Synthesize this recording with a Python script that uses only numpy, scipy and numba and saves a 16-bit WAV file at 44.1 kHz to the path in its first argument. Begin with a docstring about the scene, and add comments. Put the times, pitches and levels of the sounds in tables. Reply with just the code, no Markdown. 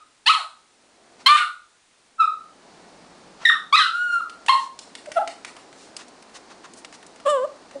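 """A small dog yips and whines in a hard-floored room, then trots up to a phone, claws ticking, and pants.
Cries are gliding harmonics plus breath noise, at times period-doubled; claws are ringing spikes with a scuff.
Pants are puffs of shaped noise; decaying noise bands form the room's echo, over a murmur and a swelling rumble.
The phone's gain control ducks on loud cries and creeps back, so the room's murmur sinks and swells."""
import sys
import numpy as np
from scipy import signal
from scipy.fft import rfft, irfft, next_fast_len
from scipy.io import wavfile
from scipy.ndimage import uniform_filter1d, minimum_filter1d
from numba import njit

SR = 44100
rng = np.random.default_rng(int(sys.argv[2]) if len(sys.argv) > 2 else 0)


def generate_wav(sig):
    """Save sig (samples, or channels by samples) to the path in sys.argv[1] as 16-bit PCM at SR."""
    pcm = np.round(np.clip(np.atleast_2d(sig).T, -1, 1) * 32767).astype(np.int16)
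    wavfile.write(sys.argv[1], SR, pcm)


N = 343965
LEAD = int(.4 * SR)  # samples ahead of the start, so that an earlier note can still echo
MIC_TOP_HZ = 10000


def undb(db):
    """Decibels to amplitude gain."""
    return 10 ** (np.asarray(db) / 20)


def at(points, hz):
    """Interpolate (f/Hz, value) points on a log-frequency axis."""
    f, v = np.transpose(points)
    return np.interp(np.log(np.maximum(hz, 1)), np.log(f), v)


def noise(n, points, slope_db=0):
    """Noise of rms 1 coloured by (f/Hz, level/dB) points, tilted by slope_db per octave about 2 kHz."""
    m = next_fast_len(n)
    hz = np.arange(m // 2 + 1) * SR / m
    colour_db = at(points, hz) + slope_db * np.log2((hz + 50) / 2000)
    x = irfft(rfft(rng.standard_normal(m)) * undb(colour_db), m)[:n]
    return x / np.std(x)


def add(track, s, x):
    """Mix x into the track from time s on."""
    i = LEAD + int(s * SR)
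    track[i:i + len(x)] += x[:len(track) - i]


def murmur():
    """Steady house noise with a fixed spectrum."""
    # spectrum: f/Hz, density/dB (relative)
    spectrum = [(24, -40), (40, -12.5), (124, -11.5), (254, 3), (597, -0.5), (670, 1.5), (3300, -16.5),
                (4350, -12), (8910, -23.5), (10000, -26), (13000, -49), (22000, -120)]
    return undb(-49.5) * noise(N, spectrum)


def rumble():
    """Low noise that swells for a while."""
    # spectrum: f/Hz, level/dB (relative)
    spectrum = [(20, -12), (60, -7), (110, -17.5), (175, 8), (260, -9.5), (500, -27.5)]
    # swell: t/s, level/dB
    swell = [(0, -77), (2.3, -71), (2.702, -61.5), (3.5, -60), (4.2, -64), (4.599, -80), (7.8, -68)]
    level_db = np.interp(np.arange(N) / SR, *np.transpose(swell))
    return undb(level_db) * noise(N, spectrum)


def room(x):
    """Echoes that arrive after a gap, thicken, and die band by band."""
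    # decay time to -60 dB: f/Hz, T60/s
    decay = [(250, 0.13), (700, 0.37), (1300, 0.36), (3000, 0.27), (6000, 0.37), (10000, 0.38)]
    gap_s, build_s = 0.0038, 0.029
    early_db, early_s = 4, .03  # first reflections stand above the later tail
    t = np.arange(int(.7 * SR)) / SR
    tail = 0
    for hz in 160 * 2. ** np.arange(7):
        band = noise(len(t), [(hz / 2, -40), (hz / 1.47, 0), (hz * 1.2, 0), (hz * 2, -40)])
        tail = tail + band * np.sqrt(hz) * undb(-60 * t / at(decay, hz))
    build = np.clip((t - gap_s) / build_s, 0, 1)
    tail = tail * build * undb(early_db * np.exp(-(t / early_s) ** 2))
    tail = tail / np.sqrt(np.sum(tail ** 2))
    return signal.fftconvolve(x, tail)[:len(x)]


def pant(db, length_s, slope_db):
    """A puff of air through the open mouth: noise under a Gaussian envelope."""
    # mouth colour: f/Hz, level/dB
    mouth_colour = [(300, -16.5), (1000, 11.5), (2000, 2.5), (3500, -2.5), (6000, -7), (10000, -19)]
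    t = np.arange(-length_s, length_s, 1 / SR)
    return undb(db) * np.exp(-(2 * t / length_s) ** 2) * noise(len(t), mouth_colour, slope_db)


def claw(db, hz):
    """A nail's tick: a sharp spike that rings at its centre, with a short broad scuff."""
    spike_t60_s, scuff_t60_s, scuff_attack_s = 0.00072, 0.037, 0.0001
    t = np.arange(int(.06 * SR)) / SR
    spike = np.sin(2 * np.pi * hz * t) * undb(-60 * t / spike_t60_s)
    scuff = noise(len(t), [(hz / 8, -25), (hz / 2, -6), (hz, 0), (hz * 2, -6), (hz * 8, -15)])
    scuff = scuff * undb(-60 * t / scuff_t60_s) * np.minimum(t / scuff_attack_s, 1)
    return undb(db) * (spike + 0.43 * scuff)


def note(rows, attack_s, mouth, slope_db, breath_from_db, breath_to_db, half_from_db, half_to_db, buzz_db):
    """Vocal-fold harmonics and sub-lines through throat and nose; the breathier, the more lines tremble."""
    # mouth open: f/Hz, level/dB
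    throat = [(200, -23), (500, -21), (1300, 5), (1900, -4.5), (2300, -4.5), (3000, 4), (3600, -4.5),
              (4200, 1.5), (4800, -14), (7000, -28), (9700, -32.5)]
    # mouth shut: f/Hz, level/dB
    nose = [(200, -20), (500, 0), (1250, 2), (1750, -13), (2400, -27), (3000, -9), (3700, -15), (4600, -30),
            (5400, -21), (6100, -32), (7500, -9), (8600, -17), (10000, -16)]
    # breath colour: f/Hz, level/dB
    breath_colour = [(300, -56.5), (800, -19.5), (1300, -4.5), (2200, -5.5), (3100, -0.5), (4200, -8.5),
                     (5000, -18), (7000, -11), (10000, -10)]
    wobble = [(20, -3.5), (200, 4.5), (600, -36.5)]  # spectrum of jitter and shimmer: f/Hz, level/dB
    jitter, shimmer = 0.064, 0.4  # pitch and level tremble per unit of breath gain
    attack_from_db, edge_s = -24, 0.002  # attack starts below the first level; fade at both ends
    strain_slope_db, strain_breath_db = 14.5, 8  # what full strain adds: dB per octave, dB
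    rasp_db, rasp_s = 8, .015  # the folds leak air until they settle
    under_db = -18  # the open mouth radiates little below the pitch

    s, *columns = np.transpose(rows)
    t = np.arange(s[0] - attack_s, s[-1], 1 / SR)
    n = len(t)
    hz, db, strain = (np.interp(t, s, c) for c in columns)
    db = db + attack_from_db * np.maximum(s[0] - t, 0) / attack_s
    slope_db = slope_db + strain_slope_db * strain
    breath_db = np.linspace(breath_from_db, breath_to_db, n) + strain_breath_db * strain
    breath_db = breath_db + rasp_db * np.exp(-(t - t[0]) / rasp_s)
    breath_gain = undb(breath_db)
    half_db = np.linspace(half_from_db, half_to_db, n)
    mouth = np.clip(mouth, 0, 1)
    quarter_db = -9 - 50 * (1 - mouth)  # whines with the mouth shut run more evenly
    buzz = undb(buzz_db + db - np.max(db))  # the snap fades faster than the cry as it grows quieter

    phase = 2 * np.pi * np.cumsum(hz * (1 + (.004 + jitter * breath_gain) * noise(n, wobble))) / SR
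    voice = 0
    for k in np.arange(.5, 18, .25):  # multiples of the pitch
        folds = undb(slope_db * np.log2(max(k, 1))) + buzz
        tract_db = mouth * at(throat, k * hz) + (1 - mouth) * at(nose, k * hz)
        # every second and fourth cycle differs a little
        sub_db = (half_db if k % 1 else 0) + (quarter_db if k % .5 else 0) + (under_db if k < 1 else 0)
        line = folds * undb(tract_db + sub_db) * (k * hz < MIC_TOP_HZ)
        if np.max(line) > undb(-66):  # skip faint lines
            tremble = 1 + shimmer * breath_gain * min(k - 1 + 0.067, 2) * noise(n, wobble)
            voice = voice + line * tremble * np.sqrt(2) * np.sin(k * phase + k * k)
    breath = breath_gain * (1 + .5 * np.cos(phase)) * noise(n, breath_colour)  # pulses with the folds
    edge = np.clip(np.minimum(t - t[0], s[-1] - t) / edge_s, 0, 1)
    no_bass = signal.butter(4, .45 * np.min(hz), "high", fs=SR, output="sos")  # a small head radiates none
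    return signal.sosfilt(no_bass, undb(db) * edge * (voice + breath))


def scene():
    """Cries, claws and pants, direct and through the room, over murmur and rumble."""
    # panted breaths: middle t/s, level/dB, length/s, brightness/dB per octave
    pants = [(1.211, -45.5, 0.038, 3.5), (3.432, -39.5, 0.053, 0), (4.483, -35.5, 0.029, 12),
             (4.617, -37, 0.11, 7.5), (5.572, -48, 0.041, -4), (5.826, -45.5, 0.14, 9),
             (6.004, -41.5, 0.058, 4.5), (6.362, -38.5, 0.035, 6), (6.514, -45, 0.037, 2.5),
             (6.652, -41.5, 0.028, 2), (6.784, -33, .04, 15), (6.947, -41.5, 0.03, 7)]
    # claws on the floor: t/s, level/dB, centre f/Hz
    claws = [(4.2964, -25.5, 2850), (4.4627, -22.5, 2800), (4.79, -20.5, 4440), (4.952, -22.5, 2630),
             (5.0585, -29.5, 1990), (5.1176, -21, 1950), (5.2757, -19, 2410), (5.4477, -20, 1740),
             (5.566, -31.5, 1830), (5.728, -36, 1850), (5.9661, -19, 5230), (6.082, -35, 5040),
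             (6.2242, -33, 1780), (6.2945, -41, 1970), (6.736, -31.5, 6370), (6.8473, -23.5, 1930),
             (6.926, -30, 1460), (7.028, -34, 1900), (7.065, -32, 8100), (7.16, -35.5, 2050),
             (7.2, -33, 1690), (7.56, -44, 4820), (7.7112, -33.5, 1560)]
    # room's share of a tick, which dips sharply around 6 s: t/s, level/dB
    claw_room = [(4.3, -9.5), (5.7, -4), (6, -34), (7.7, -5)]
    # one curve a note; a cry that leaps in pitch or turns to a whine takes several:
    # t/s, pitch f/Hz, level/dB, strain 0-1 (brightens overtones, lets breath through)
    notes = [
        [(-.3, 1240, -33, .3), (-.25, 1257, 3, .3)],
        [(.265, 852.3, -6, 0.84), (.277, 956.4, -3, 0.93), (.287, 1065, -5, 1), (.295, 1163, 4.5, 0.15),
         (.303, 1316, 4, 0.61), (.323, 1259, -5, 0.34), (.338, 1100, -12, 1), (.385, 793, -11, 0),
         (.42, 581, -14.5, 0)],
        [(1.263, 1023, -13, 0.99), (1.27, 1051, 2.5, 0.78), (1.279, 1050, -2, 0.94), (1.286, 1168, 1, 0.6),
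         (1.32, 1195, 13.5, 0.2), (1.365, 1216, 10, 0.3)],
        [(1.368, 1484, -2.5, 0.4), (1.385, 1489, 0.5, 0.76), (1.41, 1438, 0.5, 0), (1.425, 1449, 3.5, 0),
         (1.45, 1234, -7.5, 0)],
        [(2.196, 1320, -14.5, 0), (2.204, 1324, -3.5, 0), (2.217, 1304, -6.5, .4), (2.226, 1222, -7.5, 0.76),
         (2.245, 1262, -15, 1), (2.262, 1107, -25, 0.04)],
        [(3.455, 1916, 0.5, 0.36), (3.468, 1774, -9.5, 0.55), (3.488, 1878, -3.5, .15),
         (3.496, 1783, -5.5, 0.37), (3.501, 1258, -17.5, 0), (3.515, 1134, -25, 0.3)],
        [(3.728, 1104, -10.5, 0.4), (3.745, 1219, -9, 0.42), (3.76, 1302, -7.5, 0.91)],
        [(3.763, 1870, -8, .3), (3.77, 2013, -11.5, 0.5), (3.78, 2042, -7, 0.7), (3.8, 1620, -13.5, 0.8),
         (3.82, 1513, -13.5, 0), (3.86, 1320, -22, 0)],
        [(3.858, 1335, -14.5, 0.9), (3.91, 1327, -22.5, .4), (3.95, 1398, -14.5, 1), (4.01, 1449, -13, 0.2),
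         (4.07, 1435, -14.5, 0), (4.1, 1407, -16, 0), (4.13, 1415, -12, 0), (4.16, 1386, -13.5, .2),
         (4.195, 1370, -27.5, 0.6), (4.212, 1240, -21, 1)],
        [(4.485, 904, -14, 1), (4.491, 962, -21.5, 1), (4.494, 1064, -5.5, 0.3), (4.519, 1068, -11, 0),
         (4.526, 958, -22, 0.32), (4.555, 949, -20.5, .4), (4.58, 864, -24, 0)],
        [(5.071, 664, -38, .4), (5.08, 596, -34.5, .3), (5.092, 580, -32, .5)],
        [(5.17, 694, -11.5, 0.52), (5.184, 642, -11.5, .4), (5.198, 862, -22, 0), (5.215, 813, -20.5, 0),
         (5.24, 620, -32.5, 0.5)],
        [(7.262, 577.4, -18.5, 0.46), (7.274, 537, -16.5, 0.48), (7.286, 598, -16.5, 0.5),
         (7.302, 605.5, -22.5, .9), (7.345, 563, -17, 0.3), (7.39, 495.3, -24, 0.46), (7.408, 507, -23.5, 0.16),
         (7.43, 524.5, -23, 0.2), (7.452, 606, -20, 0), (7.47, 617, -60, 0.4)],
        [(7.76, 560, -27.5, 0), (7.8, 536, -50, 0.1)],
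    ]
    # voice of each note, relaxed, dB re its level: attack/s, mouth open 0-1, overtone slope/dB per octave,
    # breath at start/dB, at end/dB, half-pitch lines at start/dB, at end/dB,
    # flat overtone shelf from the folds snapping shut/dB, room's share/dB
    voices = [(0.0071, 1, -9.5, -24, -23, -35, -42, -44.5, 9),
              (.007, 1, -11.5, -20, -9, -18.5, -18, -41, -5.5),
              (0.004, 0.99, -12.5, -23.5, -16.5, -13.5, -2.5, -34, -4.5),
              (.003, 1, -16.5, -7.5, -21.5, 10.5, -1, -21, -6.5),
              (0.015, 0.87, -23.5, -36, -30.5, -40, -48, -15.5, -7),
              (.005, 0.86, -14, -37.5, -32.5, -49, -41.5, -34, -2),
              (.004, 1, -10, -29, -25.5, -33, -26, -32, -1), (.003, 0.96, -9, -30, -20, -22, -29, -23, -2),
              (.003, .4, -55, -34, -34.5, -41, -45, -15, -7),
              (.004, 1, -18.5, -25, -25.5, -41, -48, -14, -3),
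              (0.00296, .05, -42, -46, -45.5, -29, -29.5, -55, -8.5),
              (0.014, 0.33, -18, -37, -32, -28, -40, -53, -9.5),
              (0.012, .05, -14, -25.5, -55, -22.5, -48, -26.5, -16),
              (.015, 0.043, -68, -48, -50, 17, 23, -60, -12)]

    near, walls = np.zeros(N + LEAD), np.zeros(N + LEAD)
    for s, db, length_s, slope_db in pants:
        x = pant(db, length_s, slope_db)
        add(near, s - length_s, x)
        add(walls, s - length_s, x * undb(-18.0))
    for s, db, hz in claws:
        x = claw(db, hz)
        add(near, s, x)
        add(walls, s, x * undb(np.interp(s, *np.transpose(claw_room))))
    for rows, (attack_s, *voice, room_db) in zip(notes, voices):
        x = note(rows, attack_s, *voice)
        start_s = rows[0][0] - attack_s
        add(near, start_s, x)
        add(walls, start_s, x * undb(room_db))
    dog = (near + room(walls))[LEAD:]
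    return (dog + murmur() + rumble())[None]


@njit
def ride(x, ceiling, gain, attack, hold, recover):
    """Gain control: falls fast while peaks pass the ceiling, waits, then climbs at a steady dB rate up to 1."""
    out, wait = np.empty(len(x)), hold
    for i in range(len(x)):
        out[i], peak = gain, abs(gain * x[i])
        if peak > ceiling:
            gain -= attack * gain * (1 - ceiling / peak)
            wait = hold
        elif wait > 0:
            wait -= 1
        else:
            gain = min(gain * recover, 1.)
    return out


def record(dry):
    """Gain control, converter hiss, the microphone's top, overload on the sharpest peaks, then a final low-pass."""
    ceiling, overload = .52, .71  # re full scale
    start_gain_db, attack_s, hold_s, recover_db_s = -19.5, .0006, 0.18, 24
    top_hz = 16000
    gain = ride(dry[0], ceiling, float(undb(start_gain_db)), 1 / (attack_s * SR), hold_s * SR,
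                float(undb(recover_db_s / SR)))
    # centred windows: the gain starts down ahead of a peak
    gain = uniform_filter1d(minimum_filter1d(gain, size=200), size=200)
    hiss = undb(-58.5) * noise(N, [(300, 0.5), (1200, 5.5), (10000, -0.5)])
    x = dry[0] * gain + hiss
    x = signal.sosfilt(signal.ellip(10, .3, 60, MIC_TOP_HZ, fs=SR, output="sos"), x)
    x = np.clip(x, -overload, overload)
    return signal.sosfilt(signal.ellip(10, .2, 80, top_hz, fs=SR, output="sos"), x)[None]


dry = scene()
out = record(dry)
generate_wav(out)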